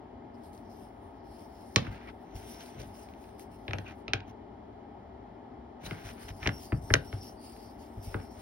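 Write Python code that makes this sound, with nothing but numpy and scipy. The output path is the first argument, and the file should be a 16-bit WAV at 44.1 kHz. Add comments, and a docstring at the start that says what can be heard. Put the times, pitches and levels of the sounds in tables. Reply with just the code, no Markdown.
"""In a small workshop, a pen and a wooden blank are handled on a cutting mat, close to the microphone.
Each tap is an impact: a short pulse of force cracks, rings the modes of the wood and sends bending
waves through the bench, which booms; the room's reverberation soon dies. Between the taps, friction
of hands and a sleeve makes hisses, scuffs and tiny rasps over the low hum of a fan."""
import sys
import numpy as np
from scipy import signal
from scipy.fft import rfft, irfft
from scipy.io import wavfile
from scipy.ndimage import map_coordinates

SR = 44100
rng = np.random.default_rng(int(sys.argv[2]) if len(sys.argv) > 2 else 0)


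def master(y):
    """Save y as 16-bit WAV."""
    cut = np.clip(np.atleast_2d(y).T, -1, 1)
    pcm = np.round(cut * 32767)  # scale
    wavfile.write(sys.argv[1], SR, pcm.astype(np.int16))


N = 371181
TIME = np.arange(N) / SR
HZ = np.fft.rfftfreq(N, 1 / SR)


def amp(db):
    """Amplitude ratio: a factor of ten for every 20 dB."""
    return 10 ** (np.asarray(db) / 20)


def unit_rms(x):
    """Normalisation to a mean power of 1."""
    return x / np.sqrt(np.mean(x ** 2) + 1e-20)


def curve(points, hz):
    """Interpolation of a table on a logarithmic frequency axis."""
    f, value = np.transpose(points)
    return np.interp(np.log(hz + 1), np.log(np.maximum(f, 0) + 1), value)


def add(mix, start, sound):
    """Superposition: a sound joins the mix at its start time."""
    part = mix[:, max(round(start * SR), 0):][:, :sound.shape[-1]]
    part += sound[..., :part.shape[1]]


def wander(rate_hz):
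    """Random modulation of rms 1, linear between values drawn at the given rate."""
    knots = rng.standard_normal(N // 16)
    return unit_rms(np.interp(TIME * rate_hz, np.arange(len(knots)), knots))


def diffuse(size):
    """Diffuse field: spectra of white noise from all round, partly coherent at two microphone ports."""
    # likeness of the sound at the two ports: f/Hz, correlation coefficient
    coherence = [(60, 0.98), (280, 1), (420, 0.21), (520, 0.65), (700, 0.28), (900, 0.63), (1130, -0.41),
                 (1400, -0.037), (2000, 1), (3000, 0.26), (4500, -0.4), (5500, 0.94), (7500, 1),
                 (16000, 0.39)]
    left, independent = rfft(rng.standard_normal((2, size)))
    common = np.clip(curve(coherence, np.fft.rfftfreq(size, 1 / SR)), -1, 1)
    return np.array([left, common * left + np.sqrt(1 - common ** 2) * independent])


def noise(colour, ripple_db=1.8, ripple_hz=70, size=2 ** 19):
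    """Spectral shaping: coloured diffuse noise with a slight, steady random ripple above 900 Hz."""
    hz = np.fft.rfftfreq(size, 1 / SR)
    knots = rng.standard_normal(size // 64)
    uneven_db = ripple_db * np.interp(hz / ripple_hz, np.arange(len(knots)), knots) * (hz > 900)
    x = irfft(diffuse(size) * amp(curve(colour, hz) + uneven_db))[:, :N]
    return x / x.mean(0).std()


def fan(low_db=-49.5, high_db=-66.5, tone_db=-3, waver=.006):
    """Flow noise: a steady broadband rush of air with a few faint tones that waver in frequency."""
    # spectra of the low rush and the upper hiss: f/Hz, level/dB
    rush_colour = [(12, -47), (20, -37), (54, -1.5), (107, -4.5), (150, -13.5), (183, -8.5), (235, -2.5),
                   (318, -5.5), (346, -8), (370, -6.5), (430, -5), (476, -15.5), (676, -9), (827, -6.5),
                   (1100, -27.5), (1430, -54), (2420, -120)]
    hiss_colour = [(650, -32.5), (1100, -3.5), (1630, -14), (1990, -12), (2670, -23), (2950, -20.5),
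                   (4880, -29.5), (7060, -39), (16000, -51.5)]
    # tones of the hum: f/Hz, relative level/dB
    tones = [(236.9, -59.5), (376.8, -61.5), (597.5, -67.5), (678.3, -62.5)]
    air = amp(low_db) * noise(rush_colour) + amp(high_db) * noise(hiss_colour)
    hum = 0
    for hz, db in tones:
        pitch = hz * (1 + waver * wander(20))
        hum += amp(db) * np.sin(2 * np.pi * np.cumsum(pitch) / SR)
    return air + np.sqrt(2) * amp(tone_db) * hum


def room(x, delay_s=0.0035, early_db=6, early_s=0.034, size=256):
    """Reverberation: strong early reflections off bench and shelves, then exponential decay by band."""
    # reverberation time: f/Hz, T60/s
    decay_times = [(60, 0.45), (250, 0.45), (1000, 0.21), (2500, 0.29), (6000, 0.19), (15000, 0.22)]
    # spectrum of the reflections: f/Hz, level/dB
    colour = [(60, 3.5), (170, 5), (300, -5), (550, 5.5), (900, -0.5), (1300, 3), (2000, -9.5), (3200, -6),
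              (4500, -9), (6200, -11), (16000, -12.5)]
    hz, t, bands = signal.stft(irfft(diffuse(SR // 2)), SR, nperseg=size)
    bands *= amp(-60 * t / curve(decay_times, hz)[:, None] + curve(colour, hz)[:, None])
    tail = signal.istft(bands, SR, nperseg=size)[1]
    tail[:, :int(delay_s * SR)] = 0
    tail *= amp(early_db * np.exp(-(TIME[:tail.shape[1]] / early_s) ** 2))
    return signal.fftconvolve(x, tail / np.linalg.norm(tail[0]), axes=1)[:, :N]


def sweep(length, attack_s=0.026, sag_db_per_s=2, release_db_per_s=203.5):
    """Amplitude envelope of a brushing hand: it gets going, eases off a little and comes to rest."""
    t = np.arange(0, length + .3, 1 / SR)
    rise = np.sin(np.pi / 2 * np.clip(t / attack_s, 0, 1)) ** 2
    return rise * amp(-sag_db_per_s * t - release_db_per_s * np.maximum(t - length, 0))


def drifting_colour(x, patch_db=2.5, patch_hz=600, patch_s=.06, size=512):
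    """Time-varying filter: small random peaks and dips drift through the hiss, so it shimmers."""
    hz, t, bands = signal.stft(x, SR, nperseg=size)
    knots = rng.standard_normal((128, 1024))
    grid = np.meshgrid(hz / patch_hz, t / patch_s, indexing="ij")
    patches = unit_rms(map_coordinates(knots, grid, order=1, mode="wrap"))
    return signal.istft(bands * amp(patch_db * patches), SR, nperseg=size)[1][:, :N]


def brushing(gain_db=6, grain_db=1.05, grain_hz=400, pressure_db=2.9, pressure_hz=22):
    """Sliding friction: skin and sleeve hiss, modulated by wavering pressure and tiny catching grains."""
    # hand movements: start t/s, duration/s, relative level/dB
    movements = [(0.33, 0.83, -81.5), (0.42, 0.038, -70), (0.517, 0.022, -67.5), (0.682, 0.15, -72.5),
                 (1.22, 0.88, -77), (1.292, 0.063, -73.5), (1.592, 0.19, -71.5), (1.896, 0.028, -73),
                 (2.109, 0.16, -84), (2.334, 0.34, -62.5), (2.66, 0.078, -74), (2.78, 0.033, -67),
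                 (2.86, 0.14, -79), (2.928, 0.1, -69), (3.075, 0.34, -76), (3.376, 0.055, -66.5),
                 (3.492, 0.063, -69.5), (3.569, 0.25, -76), (3.86, 0.033, -83), (3.932, 0.046, -79),
                 (5.825, 0.031, -58.5), (5.85, 2.2, -74.5), (5.88, 0.26, -70), (6.176, 0.21, -67),
                 (6.356, 0.35, -69.5), (6.806, 0.14, -66), (7.036, 0.15, -67), (7.21, 0.067, -61),
                 (7.382, 0.15, -63), (7.536, 0.17, -67), (7.775, 0.3, -71.5), (8.016, 0.11, -62.5),
                 (8.132, .12, -68.5), (8.294, 0.13, -69)]
    # spectrum of the hiss: f/Hz, level/dB
    colour = [(1200, -30.5), (2500, -0.5), (4000, 1.5), (5600, 4.5), (7200, -4.5), (8500, 4.5), (10500, 0),
              (12300, -0.5), (13700, -10), (15200, 0), (16000, 2)]
    power = np.zeros((1, N))
    for start, length, db in movements:
        add(power, start, (amp(db) * sweep(length)) ** 2)  # incoherent sounds add in power
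    hiss = drifting_colour(noise(colour, ripple_db=2.5))
    flicker_db = grain_db * wander(grain_hz) + pressure_db * wander(pressure_hz)
    return hiss * np.sqrt(power) * amp(gain_db + flicker_db)


def stroke(middle, length):
    """Bell-shaped velocity profile of a hand that starts, glides and stops."""
    speed, moving = np.zeros(N), abs(TIME - middle) < length
    speed[moving] = np.exp(-abs(2.19 * (TIME[moving] - middle) / length) ** 3)
    return speed


def scuffing(gain_db=-1, grain_db=2, grain_hz=300, grit_grain_db=1, grit_hz=700):
    """Friction noise grows with speed: hand and blank rub the mat, and shifting weight rumbles."""
    # scuffs: middle t/s, duration/s, relative level/dB, grit level re the rub/dB
    scuffs = [(1.858, 0.075, -48, -17), (1.943, 0.087, -54.5, -21), (2.035, 0.126, -57, -19),
              (2.092, 0.042, -54, -31), (2.54, 0.55, -62, -3), (2.614, 0.038, -59.5, 4),
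              (2.792, 0.051, -69, -2), (2.82, 0.076, -63.5, 1.5), (3.01, 0.69, -70, -7),
              (3.893, 0.1, -53, -11), (4.292, 0.051, -65.5, -0.5), (5.835, 0.054, -64.5, 1),
              (5.864, 0.027, -56, 6), (5.947, 0.23, -54, -10), (6.085, 0.084, -50.5, -5),
              (6.212, 0.12, -56.5, -11), (6.296, 0.037, -51, -1.5), (6.451, 0.089, -49, -7),
              (7.8, 1.2, -76, -6), (8.18, 0.15, -60, -21), (8.41, 0.13, -64, -5.5)]
    # shifts of the heel of the hand: middle t/s, duration/s, relative level/dB
    shifts = [(2.803, 0.095, -44), (5.87, 0.086, -46.5), (5.95, 0.13, -53), (6.118, 0.16, -49)]
    # spectra of the dull rub, its grit and the rumble: f/Hz, level/dB
    rub_colour = [(300, -13), (900, -1), (1500, 2), (2500, -1.5), (3300, -10), (4500, -15), (5800, -20.5),
                  (7500, -44), (16000, -46)]
    grit_colour = [(1500, -9), (3000, 5), (4100, 0.5), (4700, -11), (5900, 6), (7500, -10.5),
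                   (16000, -10.5)]
    rumble_colour = [(30, -20), (70, 4), (150, 11), (290, -4.5), (450, -1), (700, -8), (1200, -43),
                     (3000, -44), (16000, -70)]
    rub = noise(rub_colour)
    grit = noise(grit_colour) * unit_rms(amp(grit_grain_db * wander(grit_hz)))
    scrape = sum(amp(db) * stroke(middle, length) * (rub + amp(grit_db) * grit)
                 for middle, length, db, grit_db in scuffs)
    rumble = noise(rumble_colour) * sum(amp(db) * stroke(middle, length) for middle, length, db in shifts)
    return (scrape + rumble) * amp(gain_db + grain_db * wander(grain_hz))


def catches(t60=0.019, q=2.1, size=2048):
    """Static friction: skin or cloth holds for an instant and lets go with a tiny bright rasp."""
    # releases: t/s, peak level/dB, centre f/Hz
    releases = [(.532, -56, 5500), (.549, -55, 6000), (0.5773, -47, 5530), (2.5448, -45, 4500),
                (2.607, -41, 4200), (2.66, -43, 4800), (2.801, -43, 4300), (2.8167, -39, 4700),
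                (3.395, -41.5, 10500), (5.8617, -45, 4100), (6.2878, -53, 3200)]
    out, t = np.zeros((2, N)), np.arange(size) / SR
    for start, db, hz in releases:
        burst = irfft(diffuse(size)) * amp(-60 * t / t60)
        rasp = signal.lfilter(*signal.iirpeak(hz, q, SR), burst)
        rasp = signal.lfilter(*signal.butter(2, min(1.4 * hz, .45 * SR), fs=SR), rasp)
        add(out, start, amp(db) * rasp / abs(rasp).max())
    return out


def drags(gain_db=1.5, waver=0.0037, waver_hz=25, flicker_db=2):
    """Rapid stick-slip: fingertips on wood hiss in a narrow band that wavers with the pressure."""
    # fingertip slides: middle t/s, duration/s, centre f/Hz, bandwidth/Hz, relative level/dB
    slides = [(0.35, 0.029, 5100, 700, -73), (0.755, 0.27, 5300, 1200, -75),
              (1.504, 0.77, 4870, 1200, -77.5), (2.083, 0.018, 2250, 500, -53),
              (2.521, 0.31, 5760, 500, -67), (3.887, 0.05, 2530, 400, -51), (5.866, 0.033, 3980, 400, -52),
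              (6.447, 0.078, 5600, 300, -58.5), (6.561, 0.11, 5540, 220, -57),
              (6.692, 0.17, 4700, 220, -66.5), (6.89, 0.097, 5600, 400, -66), (7.116, 0.27, 5580, 177, -65),
              (7.253, 0.12, 5400, 500, -55.5), (7.27, 0.082, 4940, 600, -62),
              (7.456, 0.18, 4680, 330, -65.5), (7.63, 0.2, 4690, 350, -67.5), (7.66, 0.075, 5300, 500, -65),
              (7.83, 0.096, 4620, 300, -72), (8.053, 0.096, 5630, 497, -65), (8.277, 0.2, 5500, 294, -69)]
    out, grains = np.zeros((2, N)), irfft(diffuse(N), N)
    bend = 1 + waver * wander(waver_hz)
    for middle, length, hz, width_hz, db in slides:
        speed = stroke(middle, length)
        moving = speed > .001
        carrier = np.exp(2j * np.pi * np.cumsum(hz * bend[moving]) / SR)
        # shift down, low-pass, shift back: a pass band that follows the carrier
        band = carrier * signal.lfilter(*signal.butter(2, width_hz / 2, fs=SR), grains[:, moving] / carrier)
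        out[:, moving] += amp(db + gain_db) * speed[moving] * unit_rms(band.real)
    return out * amp(flicker_db * wander(90))


def ring(modes, t, detune, uneven_db=2):
    """Free vibration of damped modes; grip and point of contact vary their pitch and share per blow."""
    hz, db, t60 = np.transpose(modes)[:, :, None]
    pitch, share = rng.uniform(-1, 1, (2, len(modes), 1))
    envelopes = amp(db + uneven_db * share - 60 * t / t60)
    return (envelopes * np.sin(2 * np.pi * hz * (1 + detune * pitch) * t)).sum(0)


def bending(hz, lag_s=0.0101, knee_hz=420):
    """Dispersion: long bending waves cross the bench slowly, so a blow arrives as a falling chirp."""
    return np.exp(-2j * np.pi * lag_s * knee_hz * np.arctan(hz / knee_hz))


def kick(kick_hz=190, size=4096):
    """Direct wave of a push: a short, dry knock that runs through the bench top."""
    hz = np.fft.rfftfreq(size, 1 / SR)
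    wave = irfft(bending(hz) * (hz / kick_hz) ** 2 / (1 + (hz / kick_hz) ** 4))
    return wave / abs(wave).max()


def thump(boom_hz, rise_s=0.0028, q=1.0, low_cut_hz=52, size=16384):
    """Bench resonance: the mat passes on a push slowly; its place and softness favour modes near one pitch."""
    # modes of the bench top: f/Hz, level/dB, T60/s
    bench_modes = [(60, -7, 0.2), (70.6, 2, 0.17), (97, 4.5, 0.12), (113.9, -4, 0.04), (154.6, 0, 0.12),
                   (177, 1, 0.09), (228.6, -6.5, 0.07), (273.5, -4.5, 0.11), (325, 0.5, 0.038),
                   (373, -5.5, 0.075), (496, 0, 0.031), (585, -6.5, 0.05)]
    t = np.arange(size) / SR
    boom = ring(bench_modes, t, detune=.03) * (1 - np.exp(-(t / rise_s) ** 2))
    boom = signal.lfilter(*signal.iirpeak(boom_hz, q, SR), boom)
    boom = signal.lfilter(*signal.butter(2, low_cut_hz, "high", fs=SR), boom)
    return boom / abs(boom).max()


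def minimum_phase(gain):
    """Minimum phase: the spectrum of the most compact causal pulse with this magnitude."""
    log_gain = np.log(np.r_[gain, gain[-2:0:-1]])
    return np.exp(np.conj(signal.hilbert(log_gain)))[:len(gain)]


def crack(hard_hz, order, knock_hz, knock_db, lead_s, nearby_db=0, free_db=0,
          knock_width_hz=620, ring_db=-49, scatter_db=1, scatter_t60=0.014, size=4096):
    """Impact: a force pulse, wider when soft, rings the wood and reflects off hands and mat."""
    # spectra of a hard blow and of its nearby reflections: f/Hz, level/dB
    blow_colour = [(40, -15), (200, 1), (400, -5.5), (650, -5.5), (1000, -8.5), (1600, 0.5), (2400, 4),
                   (3000, 2), (3900, 5), (4900, 1), (6100, 3), (7500, -18.5), (9500, -24), (16000, -6)]
    scatter_colour = [(100, 4), (500, 9), (2500, -4.5), (5000, -6), (9000, 16.5), (16000, -4)]
    # modes of the blank: f/Hz, level/dB, T60/s
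    wood_modes = [(463, -6.5, .1), (828, 4, 0.089), (1061, -2, 0.11), (1350, -5, .07), (1649, 4, 0.052),
                  (2230, -5, .08), (2575, -14.5, .07), (2745, -15.5, .07), (3300, -12, .08),
                  (4630, -11, .07), (5620, 0.5, .06)]
    t, hz = np.arange(size) / SR, np.fft.rfftfreq(size, 1 / SR)
    force = bending(hz) * np.exp(-2j * np.pi * hz * lead_s) / np.sqrt(1 + (hz / hard_hz) ** (2 * order))
    # the hand damps the main bending mode into one broad hump
    hump_db = knock_db / (1 + ((hz - knock_hz) / knock_width_hz) ** 2)
    pulse = force * minimum_phase(amp(curve(blow_colour, hz) + hump_db))
    paths = irfft(diffuse(size)) * amp(-60 * t / scatter_t60) * (t > .0003)
    paths *= rng.random(size) < .2  # sparse, separate reflections
    scatter = rfft(paths / np.linalg.norm(paths[0]))
    scatter *= amp(scatter_db + nearby_db + curve(scatter_colour, hz))
    wood = amp(ring_db + free_db) * rfft(ring(wood_modes, t, detune=.004))
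    return irfft(pulse * (1 + scatter + wood)) / abs(irfft(pulse)).max()


def taps(crack_db=-1, boom_db=-2, kick_db=-7, bump_db=4, balance_db=-1, lead_s=.001, boom_lag_s=0.0038):
    """Impulsive excitation by pen, wood and hand: returns cracks, their feed to the room, and the boom."""
    # pen and wood touching down, all levels relative: t/s, level/dB, treble corner f/Hz, roll-off order,
    # knock f/Hz, knock/dB, push on the bench/dB, boom f/Hz, reflections/dB, free ring/dB, room feed/dB
    impacts = [(1.7603, -1, 7600, 4, 850, 3.5, -27.5, 68, -0.5, -14.5, 0.5),
               (1.7622, -14.5, 7000, 4, 3400, 8, -38, 110, -2.5, -10, 12),
               (1.868, -37.5, 2100, 4, 1900, 0, -38, 180, 5.5, 1, 0),
               (3.681, -26.5, 4400, 9, 1820, 9.5, -29, 75, 5, -5, 3),
               (3.7092, -30, 3900, 5, 2020, 8, -35, 85, 2.5, 2, 0),
               (3.7334, -21.5, 2500, 1.6, 2400, 11.5, -28.5, 90, 4.5, 5, 0.5),
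               (3.7845, -31.5, 4200, 2.5, 1910, 5, -34.5, 110, 5, -2, 3),
               (4.081, -23.5, 3830, 4, 1700, 1, -36.5, 119.5, -2, 1, 2.5),
               (4.1347, -8, 4100, 1.9, 2400, 8, -28.5, 124, -2, 1.5, -1),
               (5.91, -27, 2650, 4, 1500, 0.5, -29.5, 201, 2.5, 0, 3),
               (6.4299, -27, 3630, 4, 2000, 12, -39, 100, -2, 3, 4),
               (6.4582, -27.5, 2880, 4, 2130, 22, -20.5, 83.5, 2, -9, 1),
               (6.4631, -21, 2900, 4, 1550, 11, -22, 101, 2, -12, -2.5),
               (6.4737, -12.5, 3030, 1.4, 2380, 7.5, -24.5, 160, -1, -11, -2),
               (6.491, -21, 3100, 3, 1780, 15, -34.5, 150, 3, -6, -2),
               (6.722, -27.5, 2100, 6, 1410, -1, -15.5, 92, 2.5, -4, 0.5),
               (6.728, -35, 2600, 5, 1910, 8, -22.5, 99, 0, -3.5, -4),
               (6.904, -21.5, 1800, 4, 1760, 13.5, -16, 78, -1.5, -13, -5.5),
               (6.9088, -31, 2200, 6, 2100, 4, -28, 90, 5, -6, 6),
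               (6.939, -1, 7400, 2.5, 1730, 9, -24.5, 192, 0, -6.5, -5),
               (6.9532, -16.5, 2200, 4, 1750, 13, -25.5, 110, 0, -3.5, -6),
               (7.1281, -33.5, 2830, 4, 1670, 4, -26, 90, -2, 2, 4),
               (8.1436, -26.5, 1700, 4, 1547, -2.5, -25.5, 93.5, 2, -2, 0.5)]
    # fingers shifting on the pen: t/s, relative level/dB
    ticks = [(2.9523, -50), (3.087, -47.5), (3.1366, -47.5), (3.241, -49), (3.289, -54.5), (3.395, -45),
             (4.2033, -37.5), (7.564, -49)]
    # soft bumps of a hand on the bench: t/s, relative level/dB
    bumps = [(1.878, -37), (2.346, -38), (2.788, -40.5), (2.859, -44.5), (4.207, -46.5), (5.863, -45),
             (6.047, -41.5), (6.238, -45.5), (6.303, -40), (6.418, -40), (6.832, -40.5), (7.97, -38.5),
             (8.069, -34.5), (8.4, -57)]
    cracks, to_room, boom = np.zeros((3, 2, N))
    ports = amp(balance_db * np.array([[.5], [-.5]]))
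    for t, db, hard_hz, order, knock_hz, knock_db, push_db, boom_hz, nearby_db, free_db, room_db in impacts:
        hit = ports * amp(db + crack_db) * crack(hard_hz, order, knock_hz, knock_db, lead_s, nearby_db, free_db)
        add(cracks, t - lead_s, hit)
        add(to_room, t - lead_s, amp(room_db) * hit)
        add(boom, t, amp(push_db + kick_db) * kick())
        add(boom, t + boom_lag_s, amp(push_db + boom_db) * thump(boom_hz))
    for t, db in ticks:
        hit = amp(db) * crack(hard_hz=4200, order=4, knock_hz=2300, knock_db=6, lead_s=lead_s)
        add(cracks, t, hit)
        add(to_room, t, hit)
    for t, db in bumps:
        add(boom, t, amp(db + bump_db) * thump(boom_hz=48))
    return cracks, to_room, boom


def scene(crack_room_db=-11, boom_room_db=-17):
    """Superposition of the taps, their reverberation, the friction of the hands and the fan."""
    cracks, to_room, boom = taps()
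    echo = room(amp(crack_room_db) * to_room + amp(boom_room_db) * boom)
    return cracks + boom + echo + brushing() + scuffing() + catches() + drags() + fan()


def record(dry, edge_hz=15900):
    """Two-port pickup: level and phase between the ports vary with frequency; a low-pass limits the band."""
    # left port over right, mostly in the low middle: f/Hz, level/dB
    balance = [(60, 0.85), (200, 3), (280, 4), (380, 9.5), (470, 6), (600, 5.5), (850, 0), (1100, 6.5),
               (1500, 0), (16000, 0.5)]
    # lag of the right port: f/Hz, phase/rad
    phase_lag = [(190, 0), (300, -0.38), (420, 0.95), (520, 1.28), (640, 0.5), (4500, -2), (5800, 1.75),
                 (7500, 3), (10400, 5.5), (13700, 10), (16000, 8.5)]
    ports = amp(curve(balance, HZ) * np.array([[.5], [-.5]]))
    lag = np.exp(-1j * np.outer(np.arange(2), curve(phase_lag, HZ)))
    heard = irfft(rfft(dry) * lag * ports / ports.mean(0), N)
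    low_pass = signal.firwin(511, edge_hz, window=("kaiser", 9), fs=SR)
    return signal.oaconvolve(heard, low_pass[None], "same")


dry = scene()
out = record(dry)
master(out)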